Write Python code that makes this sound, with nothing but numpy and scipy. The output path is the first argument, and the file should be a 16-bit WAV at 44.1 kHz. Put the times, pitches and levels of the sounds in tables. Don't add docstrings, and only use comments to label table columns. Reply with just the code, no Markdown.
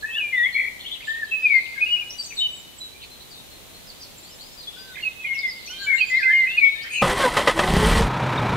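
import sys
import numpy as np
from scipy import signal
from scipy.fft import rfft, irfft, next_fast_len
from scipy.io import wavfile
from scipy.ndimage import uniform_filter1d

SR = 44100
rng = np.random.default_rng(int(sys.argv[2]) if len(sys.argv) > 2 else 0)


def dump(signal):
    limited = np.clip(np.atleast_2d(signal).T, -1, 1)
    pcm = np.round(limited * 32767).astype(np.int16)
    wavfile.write(sys.argv[1], SR, pcm)


def gain_from_db(level_db):
    decades = np.asarray(level_db, float) / 20
    return 10 ** decades


N = 377496
T = np.arange(N) / SR
SLOW, QUICK = 120, 48
SIDE_DB, SIDE_LAG_MS = 4, .43
EDGE_S = .008
SOLENOID_S, CUT_S, IDLE_S = 7.021, 7.04, 8.07


def level(x, db):
    return x * gain_from_db(db) / np.sqrt(np.mean(x ** 2))


def curves(rows):
    s, *columns = np.transpose(rows)
    return [np.interp(T, s, c) for c in columns]


def colour(x, points):
    hz, db = np.transpose(points)
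    size = next_fast_len(N)
    f = np.maximum(np.fft.rfftfreq(size, 1 / SR), 1)
    gain = gain_from_db(np.interp(np.log(f), np.log(hz), db))
    return irfft(rfft(x, size) * gain, size)[..., :N]


def ring(x, modes):
    total = 0
    for k, (hz, width, db) in enumerate(modes):
        b, a = signal.iirpeak(hz, hz / width, SR)
        total = total + (-1) ** k * gain_from_db(db) * signal.lfilter(b, a, x)
    return total


def walk(rate):
    k = int(SR / rate)
    held = np.repeat(rng.standard_normal(N // k + 1), k)
    return 1.3 * uniform_filter1d(uniform_filter1d(held, k), k)[:N]


def gate(start, end, fade):
    return np.clip(np.minimum(T - start, end - T) / fade, 0, 1)


def sing(rows, pan_db, lead_ms, rough_db, smooth, flutter=0, swing_hz=0):
    s, hz, db = np.transpose(rows)
    span = slice(max(int((s[0] - EDGE_S) * SR), 0), int((s[-1] + EDGE_S) * SR))
    t = T[span]
    shake = uniform_filter1d(uniform_filter1d(rng.standard_normal(len(t)), smooth), smooth)
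    shake *= np.sqrt(2.2 * smooth)
    shape = np.sin(np.pi / 2 * np.clip(np.minimum(t - t[0], t[-1] - t) / (2 * EDGE_S), 0, 1)) ** 2
    swing = swing_hz * np.sin(2 * np.pi * flutter * (t - s[0])) * np.clip((t - s[0]) / 0.038, 0, 1)
    pitch = np.interp(t, s, hz) + swing
    side = np.array([[.5], [-.5]])
    lead = side * lead_ms / 1000
    tone = np.sin(2 * np.pi * (np.cumsum(pitch) / SR + pitch * lead + rng.random()))
    loudness = gain_from_db(np.interp(t, s, db) + rough_db * shake + side * pan_db)
    return span, np.sqrt(2) * loudness * shape * tone


def call(s, length, first_hz, last_hz, db):
    rise, swell_db_per_s, fade_db_per_s = 0.34, 250, 190.5
    return [(s, first_hz, db - swell_db_per_s * rise * length),
            (s + rise * length, first_hz + rise * (last_hz - first_hz), db),
            (s + length, last_hz, db - fade_db_per_s * (1 - rise) * length)]


# time in seconds,
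# pitch in Hz, level of the direct sound in dB.
WHISTLE_NOTES = [(1, [(0.028, 1680, -29), (0.05, 1765, -26.5), (0.07, 1856, -41), (0.102, 1870, -36),
                 (0.146, 1781, -49), (0.16, 1828, -34), (0.186, 1630, -34.5), (0.205, 1570, -57)]),
                 (-1.24, [(0.34, 3390, -48), (0.38, 3624, -35), (0.428, 3570, -41), (0.436, 3500, -26.5),
                 (0.454, 3320, -35), (0.47, 3400, -40)]), (-0.93, [(2.345, 7870, -44), (2.371, 8000, -52),
                 (2.403, 7650, -45), (2.44, 7500, -60)]), (-0.89, [(2.5, 7860, -57), (2.536, 7860, -43.5),
                 (2.56, 7820, -51), (2.62, 7205, -50)]), (-1.06, [(2.8, 3900, -48), (2.814, 3986, -34.5),
                 (2.902, 3906, -51), (2.94, 4050, -48)]), (-0.046, [(4.765, 1467, -47), (4.781, 1517, -54),
                 (4.867, 1558, -57), (4.915, 1513, -46), (4.945, 1470, -53)]),
                 (-0.79, [(5.675, 2380, -37.5), (5.699, 2903, -40.5), (5.731, 3127, -36),
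                 (5.799, 3155, -50), (5.829, 3209, -45), (5.847, 3120, -38), (5.875, 2890, -42.5)]),
                 (0, [(5.7, 1448, -45), (5.764, 1553, -64), (5.826, 1614, -38), (5.87, 1504, -43.5),
                 (5.878, 1620, -46), (5.92, 1640, -54)]), (1, [(6.685, 3500, -39), (6.699, 3780, -42),
                 (6.727, 3837, -38), (6.789, 3610, -43), (6.82, 3830, -39)]), (0.95, [(0.055, 2516, -47),
                 (0.109, 2630, -31.5), (0.145, 2596, -30), (0.183, 2960, -25), (0.205, 2560, -24.5),
                 (0.247, 2393, -26.5), (0.273, 2362, -33), (0.32, 2385, -37)]), (1, [(0.327, 2128, -22),
                 (0.339, 2065, -20.5), (0.401, 1898, -21.5), (0.421, 1900, -20.5), (0.457, 2026, -17.5),
                 (0.475, 2220, -22)]), (0.98, [(1.074, 1750, -33), (1.088, 1771, -26), (1.204, 1858, -30),
                 (1.214, 1815, -38), (1.234, 1746, -23.5), (1.245, 1710, -38)]), (1, [(1.315, 2656, -23.5),
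                 (1.331, 2600, -20.5), (1.353, 2581, -18), (1.403, 2585, -39), (1.41, 2500, -34)]),
                 (1, [(1.425, 2493, -28), (1.439, 2570, -19), (1.463, 2444, -12), (1.487, 2340, -33.5),
                 (1.505, 2290, -20), (1.555, 2114, -15), (1.589, 2083, -15), (1.61, 2095, -28)]),
                 (0.84, [(1.812, 2460, -19), (1.83, 2514, -15), (1.874, 2580, -36), (1.908, 2460, -32)]),
                 (1, [(1.864, 2821, -23), (1.888, 2819, -39), (1.894, 2894, -28), (1.94, 2916, -17.5),
                 (1.99, 2830, -38), (1.996, 2827, -24), (2.005, 2930, -25)]), (0.95, [(2.375, 3850, -31),
                 (2.389, 3713, -24.5), (2.463, 3770, -32), (2.474, 3830, -43)]), (0.94, [(2.403, 2936, -31),
                 (2.421, 3021, -22), (2.469, 2965, -22.5), (2.487, 2972, -48), (2.542, 3000, -34)]),
                 (-0.75, [(5.029, 2844, -28), (5.037, 2800, -22.5), (5.049, 2579, -32), (5.057, 2562, -25),
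                 (5.079, 2558, -23), (5.088, 2550, -27)]), (-1, [(5.244, 2066, -30.5), (5.278, 2181, -27),
                 (5.312, 2143, -20.5), (5.418, 2206, -29.5), (5.426, 2170, -39), (5.44, 2136, -20.5),
                 (5.492, 2038, -29.5), (5.505, 1990, -37)]), (0.97, [(5.867, 2300, -27.5),
                 (5.883, 2293, -25), (5.939, 2130, -15.5), (5.966, 2171, -32.5)]),
                 (-0.92, [(5.982, 2784, -22.5), (5.994, 2800, -27), (6.012, 2526, -17), (6.04, 2500, -19),
                 (6.05, 2350, -31)]), (0.99, [(6.102, 2035, -26.5), (6.13, 2036, -19.5),
                 (6.178, 2127, -16.5), (6.188, 1944, -24), (6.198, 1953, -22.5)]),
                 (1, [(6.198, 1860, -27.5), (6.216, 1618, -31), (6.266, 1528, -33), (6.286, 1637, -24),
                 (6.316, 1790, -21.5), (6.334, 1720, -31)]), (-1.18, [(6.215, 2060, -30),
                 (6.241, 2110, -23), (6.259, 2066, -16), (6.317, 2067, -15.5), (6.331, 2115, -16),
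                 (6.387, 2126, -17.5), (6.441, 2054, -19), (6.481, 2084, -26)]), (0.97, [(6.468, 2490, -34),
                 (6.474, 2480, -24), (6.508, 2690, -28), (6.535, 2640, -30)]), (0.86, [(6.573, 2502, -19),
                 (6.587, 2514, -10.5), (6.605, 2310, -32), (6.625, 2254, -17), (6.645, 2240, -14),
                 (6.721, 2208, -36)])]


def whistles(near):
    for side, rows in WHISTLE_NOTES:
        span, note = sing(rows, SIDE_DB * side, SIDE_LAG_MS * side, 1.2, SLOW)
        near[:, span] += note


# time in seconds, middle pitch in Hz, level of the direct sound in dB.
TRILL_NOTES = [(2, 61, 158, [(.545, 2276, -29), (.565, 2210, -20), (.61, 2158, -23.5), (.67, 2120, -27.5),
               (.685, 2220, -25)]), (-6, 41, 470, [(4.93, 1985, -62), (4.955, 2150, -41.5),
               (4.985, 2100, -43), (5.01, 2250, -41)]), (-1, 33, 220, [(5.87, 1650, -40), (5.95, 1740, -34),
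               (6.0, 2260, -40)]), (4.5, 75, 150, [(6.9, 2450, -37), (6.95, 2600, -27), (7.0, 2568, -25),
               (7.032, 2515, -25)]), (-1, 150, 1100, [(3.0, 3380, -48), (3.04, 3410, -41.5),
               (3.06, 3340, -48)])]


def trills(near):
    for pan_db, flutter, swing_hz, rows in TRILL_NOTES:
        span, note = sing(rows, pan_db, SIDE_LAG_MS * np.sign(pan_db), 1.5, SLOW, flutter, swing_hz)
        near[:, span] += note


# start in seconds,
# length in seconds, first pitch in Hz, last pitch in Hz, peak level in dB ahead of any scattering.
CHIRP_CALLS = [(0.94, [(.79, 0.031, 3000, 3770, -41), (.85, .029, 2860, 3580, -35.5),
               (.88, 0.012, 3510, 2820, -34.5), (.914, 0.04, 3540, 3380, -32),
               (.914, 0.022, 3020, 3970, -33), (.94, .022, 3800, 2695, -39.5), (1.0, .03, 1970, 2550, -45),
               (1.0, 0.054, 4580, 4550, -49), (1.09, .025, 3900, 3120, -39),
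               (1.545, 0.076, 4780, 3670, -42.5), (1.65, 0.02, 4200, 2440, -37.5),
               (1.75, 0.044, 1710, 1573, -40), (1.772, 0.035, 2130, 2210, -29.5),
               (1.964, 0.034, 2430, 2690, -30.5), (2.011, 0.027, 2520, 2380, -32.5),
               (2.123, 0.032, 5900, 6050, -40), (2.185, 0.041, 4710, 4584, -30),
               (2.22, 0.06, 5200, 7100, -42.5), (2.243, 0.022, 4650, 4470, -39.5),
               (2.26, .09, 5930, 6250, -44), (2.305, 0.028, 2650, 2190, -37.5),
               (3.305, .055, 4890, 3840, -46.5), (4.43, .07, 4900, 5030, -51), (5.38, .04, 5000, 3800, -44),
               (2.36, .02, 4500, 3860, -40), (3.36, .06, 3830, 3660, -46.5),
               (3.49, 0.13, 4220, 4200, -49.5), (3.73, 0.059, 4200, 4260, -49.5),
               (4.22, .097, 3900, 5200, -46), (4.39, 0.051, 3860, 4920, -44),
               (4.57, 0.062, 4800, 4870, -44), (4.67, 0.028, 3390, 3436, -36.5),
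               (4.722, .069, 3700, 3430, -47), (4.777, 0.086, 4800, 4866, -45),
               (5.0, 0.069, 4280, 4470, -44), (5.38, 0.03, 4960, 5080, -37.5),
               (5.476, .05, 5180, 4960, -37), (5.64, 0.09, 4540, 4300, -43), (5.66, 0.028, 6300, 5420, -44),
               (5.671, .052, 5400, 5500, -46), (5.783, 0.071, 4410, 4400, -40),
               (5.819, 0.038, 7180, 7260, -45), (5.939, 0.06, 7200, 7580, -45),
               (5.955, 0.063, 3500, 4800, -36.5), (6.066, 0.052, 7180, 7120, -40.5),
               (6.5, 0.019, 3680, 3430, -33.5), (6.52, 0.07, 2740, 2870, -30),
               (6.42, .065, 2150, 1877, -28), (6.84, 0.062, 1750, 2300, -39), (6.74, .07, 1750, 1870, -46),
               (6.93, 0.086, 2970, 2860, -33.5)]), (0.11, [(.007, 0.025, 4400, 3960, -47),
               (.11, 0.063, 3030, 3680, -36.5), (.59, 0.092, 3330, 3200, -47),
               (1.24, 0.13, 3950, 3900, -49), (1.6, 0.091, 4200, 4170, -48), (6.42, 0.049, 4200, 4200, -46),
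               (.794, .05, 4180, 4340, -45.5), (.82, .025, 3700, 2800, -44.5), (.895, .02, 2900, 3530, -45),
               (.96, .03, 3900, 2900, -48), (1.13, 0.028, 4200, 3250, -44.5), (1.17, .03, 3300, 4040, -56),
               (5.82, 0.047, 4100, 3440, -44.5), (3.89, .04, 4900, 4100, -49), (4.31, .06, 5300, 5300, -52),
               (4.5, .06, 5250, 5300, -53), (1.02, 0.029, 2630, 2207, -41.5), (1.04, 0.12, 7400, 7100, -49),
               (1.067, 0.027, 2610, 3300, -43), (1.12, 0.027, 3200, 4070, -51),
               (1.15, .031, 4100, 3680, -59), (1.27, 0.062, 3070, 3330, -46),
               (2.1, .028, 5300, 5940, -41.5), (3.1, 0.09, 4110, 4080, -45),
               (4.0, 0.056, 5190, 4170, -43.5), (4.02, 0.024, 6020, 5000, -45),
               (4.297, .03, 3110, 2920, -52), (4.63, .05, 4750, 3900, -51), (4.919, 0.065, 3700, 3520, -47),
               (5.412, 0.055, 3700, 3380, -39.5), (5.915, 0.046, 1720, 1780, -43),
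               (6.005, 0.023, 3020, 3200, -32), (6.303, 0.05, 3200, 2954, -39),
               (6.38, 0.033, 4680, 3490, -45), (6.814, 0.043, 4140, 5230, -49), (6.9, 0.1, 8600, 7950, -41),
               (6.948, 0.11, 4110, 4230, -43)]), (-0.96, [(.2, 0.042, 2940, 2866, -37),
               (.451, 0.062, 3550, 3050, -42), (.459, .045, 1926, 1970, -33), (.53, 0.071, 3350, 3340, -41),
               (.523, 0.064, 4230, 4220, -40), (.97, .032, 3900, 3300, -56), (1.04, 0.024, 3200, 4150, -44),
               (1.245, 0.012, 4900, 4020, -45), (1.95, 0.055, 1587, 1600, -50),
               (2.179, 0.09, 7980, 8200, -40), (2.225, .062, 7580, 7620, -48),
               (2.72, 0.18, 8030, 7160, -48), (2.92, .12, 2280, 2560, -52), (3.2, 0.032, 3800, 4400, -47),
               (3.87, 0.046, 5220, 4040, -46), (4.04, 0.034, 4640, 4000, -55),
               (4.6, 0.066, 4460, 3420, -44), (4.949, 0.058, 2040, 2144, -40.5),
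               (5.196, 0.056, 2590, 2550, -39.5), (5.24, 0.027, 2490, 2300, -32),
               (5.26, 0.031, 3110, 2800, -40), (5.335, .033, 2900, 2580, -39),
               (5.34, .036, 5760, 5200, -45), (5.365, 0.027, 2710, 5100, -44),
               (5.5, 0.061, 4630, 4540, -44), (5.507, 0.077, 4850, 4870, -49),
               (5.555, 0.032, 2200, 2080, -44), (5.7, .019, 5480, 6240, -41),
               (5.707, 0.13, 2420, 2386, -43), (5.767, .104, 3940, 4160, -39),
               (5.811, .07, 7000, 7080, -46.5), (5.85, .018, 6960, 5400, -51),
               (5.978, .022, 7340, 5500, -53), (6.006, .05, 4700, 4480, -41.5),
               (6.05, 0.048, 4700, 4710, -48), (6.096, 0.022, 7070, 5130, -48.5),
               (6.138, 0.078, 3534, 4800, -38), (6.194, .08, 4450, 4250, -45.5),
               (6.228, 0.019, 2404, 2610, -23), (6.334, 0.098, 2920, 2780, -35.5),
               (6.575, 0.024, 4770, 3920, -43), (6.64, 0.036, 3390, 3200, -37),
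               (6.8, 0.043, 3590, 5650, -43), (6.916, 0.078, 6650, 6690, -41),
               (6.96, 0.062, 6770, 6100, -41.5)])]


def chirps(near, far):
    far_below_db, steady_hz_per_s, long_s = -33, 5000, .062
    for side, rows in CHIRP_CALLS:
        for s, length, first_hz, last_hz, db in rows:
            close = db > far_below_db
            slow_glide = abs(last_hz - first_hz) < steady_hz_per_s * length
            pure = close or length > long_s or slow_glide
            rough_db, smooth = (2.5, SLOW) if pure else (4, QUICK)
            glide = call(s, length, first_hz, last_hz, db)
            span, note = sing(glide, SIDE_DB * side, SIDE_LAG_MS * side, rough_db, smooth)
            (near if close else far)[:, span] += note


def ticks(far):
    for k in range(7):
        hz = 7420 - k * 39.6
        span, note = sing(call(4.175 + k / 17, .022, hz, hz - 180, -51.5), 0, 0, 4.0, QUICK)
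        far[:, span] += note


# time in seconds, gain in dB.
CHORUS_SWELL = [(0, -34), (.9, 0), (1.5, 6), (2.3, 0.5), (3, -7), (3.7, -7), (4.4, -1.5), (5, 5), (5.5, 6),
                (6, 10.5), (6.5, 4), (7, 10.5)]


def chorus():
    haze = np.zeros((2, N))
    for when, first, glide, size, place in rng.random((260, 5)):
        s, hz, db = .02 + 6.9 * when, 2300 + 2900 * first, -54 - 9 * size
        rows = [(s, hz, db), (s + .045, hz * (.8 + .4 * glide), db)]
        span, note = sing(rows, 12 * place - 6, 0, 4.5, QUICK)
        haze[:, span] += note
    return haze * gain_from_db(curves(CHORUS_SWELL)[0])


def trees(x, t60, gap):
    t = np.arange(SR) / SR
    decay = np.exp(-np.log(1000) * t / t60)
    tail = rng.standard_normal((2, SR)) * decay * np.clip(t / gap, 0, 1)
    tail /= np.sqrt(np.sum(tail ** 2, axis=1, keepdims=True))
    return signal.fftconvolve(x, tail, axes=1)[:, :N]


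def birds():
    near, far = np.zeros((2, 2, N))
    whistles(near)
    trills(near)
    chirps(near, far)
    ticks(far)
    haze = chorus()
    leaves_t60_s, trees_t60_s = .12, 0.91
    far = gain_from_db(-2) * far + gain_from_db(-3) * trees(far, leaves_t60_s, gap=.002)
    near += gain_from_db(-4.5) * trees(near, leaves_t60_s, gap=0.00063)
    echo = trees(gain_from_db(-11.5) * near + gain_from_db(-4.5) * far + haze, trees_t60_s, gap=0.012)
    echo = signal.sosfilt(signal.butter(1, 4000, fs=SR, output="sos"), echo)
    return near + far + gain_from_db(-11) * haze + echo


def teeth(rows, orders):
    hz, db = curves(rows)
    phase = 2 * np.pi * np.cumsum(hz * (1 + .018 * walk(60))) / SR
    tones = sum(gain_from_db(d + 4.5 * walk(40)) * np.sin(k * phase) for k, d in orders)
    return gain_from_db(db) * level(tones, 0)


# time in seconds,
# tooth rate in Hz, level in dB.
WHINE_RATE = [(7.02, 345, -38), (7.14, 395, -28), (7.17, 400, -53), (7.5, 320, -46), (7.57, 332, -31),
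              (7.8, 422, -27), (7.92, 458, -28.5), (8.02, 466, -29), (8.08, 460, -42)]
GROAN_RATE = [(7.02, 521, -28), (7.05, 491.6, -27), (7.1, 510, -23.5), (7.15, 510, -36), (7.19, 553.7, -26),
              (7.225, 548, -23.5), (7.25, 517, -12), (7.275, 499, -17), (7.295, 481, -43)]
# multiple of the tooth rate, relative level in dB.
WHINE_HARMONICS = [(1, 0), (2, -5), (3, -25)]
GROAN_HARMONICS = [(.5, -8), (1, 4.5), (1.5, -10), (2, 3.5), (2.5, -26), (3, -8), (4, -8)]
# frequency in Hz, width in Hz, relative gain in dB.
HOUSING_MODES = [(340, 15, -24), (557, 59, 3.5), (1030, 110, -2.5), (1254, 35, 4), (1530, 19, -2),
                 (1721, 18, 0), (1975, 136, -3), (2640, 29, -2.5), (3200, 400, -11), (4180, 28, -17),
                 (7260, 220, -30), (7700, 68, -32), (9150, 86, -25.5)]
BRUSH_MODES = [(3970, 36, 3), (4300, 52, 3), (4870, 31, -3), (5580, 55, -9), (5940, 110, -20),
               (7440, 170, -10), (7760, 150, -10), (8280, 140, -0.5), (9500, 93, -6)]
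SOLENOID_MODES = [(188, 21, 3), (510, 30, -4), (764, 50, -1), (1210, 50, -8)]
# frequency in Hz, relative density in dB per Hz.
GRIND_SPECTRUM = [(60, -29), (100, -7.5), (300, -3.5), (520, -4), (850, -0.5), (1600, -7.5), (2400, -9.5),
                  (4000, -15), (5500, -18.5), (9000, -26), (15500, -49)]
SIZZLE_SPECTRUM = [(1500, -30), (3000, -24), (4500, -3), (6000, -10), (9300, -2.5), (10500, -4.5),
                   (15500, -17.5)]
# start in seconds, initial gain in dB, time to fall by 60 dB in seconds.
GEAR_CLANKS = [(7.02, -6.5, 0.26), (7.043, -26, 0.13), (7.203, -9, 0.28), (7.367, -2, 0.19),
               (7.389, -31, 0.11), (7.472, 2, 0.11), (7.493, -11.5, 0.07), (7.574, -9, 0.08),
               (7.589, -1, 0.11)]
# time in seconds, gain of the gear grind in dB before the dips at compressions.
GRIND_EFFORT = [(7.02, -28), (7.12, -22.5), (7.25, -23), (7.4, -24.5), (7.62, -26), (7.8, -25),
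                (7.88, -21.5), (8.0, -22.5), (8.04, -36), (8.09, -32)]
COMPRESSION_TIMES = [7.155, 7.325, 7.445, 7.55]


def starter():
    grind_db = curves(GRIND_EFFORT)[0] - 6 * sum(np.exp(-((T - s) / 0.031) ** 2) for s in COMPRESSION_TIMES)
    grit = rng.standard_normal(N) * gain_from_db(1.8 * walk(200) + .8 * walk(40))
    grind = level(ring(grit, HOUSING_MODES), -2.4) + level(colour(grit, GRIND_SPECTRUM), -2.5)
    spit = rng.standard_normal(N) * gain_from_db(2.0 * walk(400))
    hiss = level(colour(spit, SIZZLE_SPECTRUM), -2) + level(ring(spit, BRUSH_MODES), -0.5)
    rattle = np.zeros(N)
    for s, db, t60 in GEAR_CLANKS:
        rattle += gain_from_db(db - 60 * (T - s).clip(0) / t60) * gate(s, s + 1, 0.0037)
    struck = level(ring(rng.standard_normal(N), HOUSING_MODES), -11.0)
    struck += level(colour(rng.standard_normal(N), GRIND_SPECTRUM), -15.5)
    running = gain_from_db(grind_db) * grind + gain_from_db(grind_db - 13) * level(hiss, 0)
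    running += teeth(WHINE_RATE, WHINE_HARMONICS) + teeth(GROAN_RATE, GROAN_HARMONICS)
    blow = np.zeros(N)
    blow[int(SOLENOID_S * SR)] = gain_from_db(32.5)
    return running * gate(7.015, IDLE_S + 0.011, 0.0034) + rattle * struck + ring(blow, SOLENOID_MODES)


# time in seconds, relative exhaust thud in dB, relative manifold bark in dB.
FIRST_FIRINGS = [(7.688, -17.5, -24.5), (7.727, -17, -22), (7.738, -16, -15), (7.767, -14, -11.5),
                 (7.8, -18, -16.5), (7.83, -20, -15.5), (7.863, -12, -27), (7.887, -17, -39),
                 (7.913, -9, -44), (7.937, -17.5, -27), (7.96, -10.5, -26), (7.972, -9, -31),
                 (7.991, -16, -37), (8.009, -13, -14), (8.02, -10.5, -36), (8.035, -16, -24)]
# frequency in Hz, width in Hz, relative gain in dB.
EXHAUST_MODES = [(34.8, 23.5, 3), (63, 40, -1)]
MANIFOLD_MODES = [(155, 108, -2.5), (238, 56, -9.5)]


def catch():
    thuds, barks = np.zeros((2, N))
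    for s, thud_db, bark_db in FIRST_FIRINGS:
        thuds[int(s * SR)], barks[int(s * SR)] = gain_from_db(thud_db), gain_from_db(bark_db)
    shudder = level(ring(rng.standard_normal(N), EXHAUST_MODES + MANIFOLD_MODES), 0)
    jolt = gain_from_db(-21.5 - 60 * (T - SOLENOID_S).clip(0) / 0.28)
    rock = gain_from_db(-20.5) * np.exp(-((T - 7.85) / 0.17) ** 2)
    shudder *= gain_from_db(-37) + jolt + rock
    burn = signal.lfilter([1], [1, -np.exp(-1 / (0.012 * SR))], thuds)
    crack = burn * level(colour(rng.standard_normal(N), GRIND_SPECTRUM), -13)
    blows = gain_from_db(48) * ring(thuds, EXHAUST_MODES) + gain_from_db(48) * ring(barks, MANIFOLD_MODES)
    return blows + crack + shudder * gate(7.015, IDLE_S + 0.022, .01)


def firings(hz, scatter_db, odd_db):
    turns = np.cumsum(hz * (1 + .03 * walk(30))) / SR
    k = turns.astype(int)
    size = gain_from_db(scatter_db * rng.standard_normal(N // 100)[k] + odd_db * (k % 2))
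    return size * np.diff(k, prepend=0), turns % 1


# time in seconds, mean firing rate in Hz, gain in dB.
IDLE_RATE = [(8.05, 31.12, -25), (8.3, 31.3, -23), (8.56, 29.6, -22.5)]
# frequency in Hz, relative density in dB per Hz.
IDLE_SPECTRUM = [(18, -51), (30, -16), (123, -5.5), (197, -6), (479, -12.5), (970, -11.5), (1110, -21.5),
                 (1330, -13), (3230, -28.5), (3780, -23.5), (4420, -33.5), (11000, -54.5), (15500, -80)]
# frequency in Hz, width in Hz, relative gain in dB.
BLOCK_MODES = [(135, 20, 1.5), (244, 45, -15), (974, 144, -1), (1270, 25, 4.5), (2300, 220, -14),
               (3660, 100, -15)]
# centre in seconds, pitch in Hz, peak level in dB, time to the 1/e point in seconds.
BELT_CHIRP = (8.382, 3700, -24, .005)


def idle():
    hz, db = curves(IDLE_RATE)
    pulses, phase = firings(hz, scatter_db=2, odd_db=-3)
    puff = rng.standard_normal(N) * (1 + .25 * np.sin(2 * np.pi * phase))
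    knock = colour(ring(pulses, BLOCK_MODES), IDLE_SPECTRUM)
    hum = gain_from_db(-3 + 2 * walk(20)) * np.sin(8 * np.pi * np.cumsum(hz * (1 + .012 * walk(15))) / SR)
    combustion = level(ring(puff, BLOCK_MODES), -7.5) + level(colour(puff, IDLE_SPECTRUM), -1.9)
    body = level(knock, -17) + hum + combustion
    when, chirp_hz, chirp_db, length = BELT_CHIRP
    belt = gain_from_db(chirp_db) * np.exp(-((T - when) / length) ** 2) * np.sin(2 * np.pi * chirp_hz * T)
    return gain_from_db(db) * body * gate(IDLE_S - .03, N, 0.0063) + belt


# frequency in Hz, relative density in dB per Hz.
AIR_SPECTRUM = [(15, -32.5), (25, -0.5), (183, -4.5), (537, -7), (648, -8), (1530, -14.5), (4040, -9),
                (4750, -17), (6380, -15), (10900, -18), (12500, -16.5), (13900, -19.5), (15500, -18.5)]


def air():
    return level(colour(rng.standard_normal((2, N)), AIR_SPECTRUM), -45) * gain_from_db(.6 * walk(3))


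def scene():
    country = (birds() + air()) * gate(-1, CUT_S, 0.023)
    return country + starter() + catch() + idle()


def low_pass(x):
    return signal.sosfilt(signal.butter(12, 15800, fs=SR, output="sos"), x)


def record(dry):
    top = signal.ellip(10, .2, 80, 15600, fs=SR, output="sos")
    return low_pass(signal.sosfilt(top, dry))


dry = scene()
out = record(dry)
dump(out)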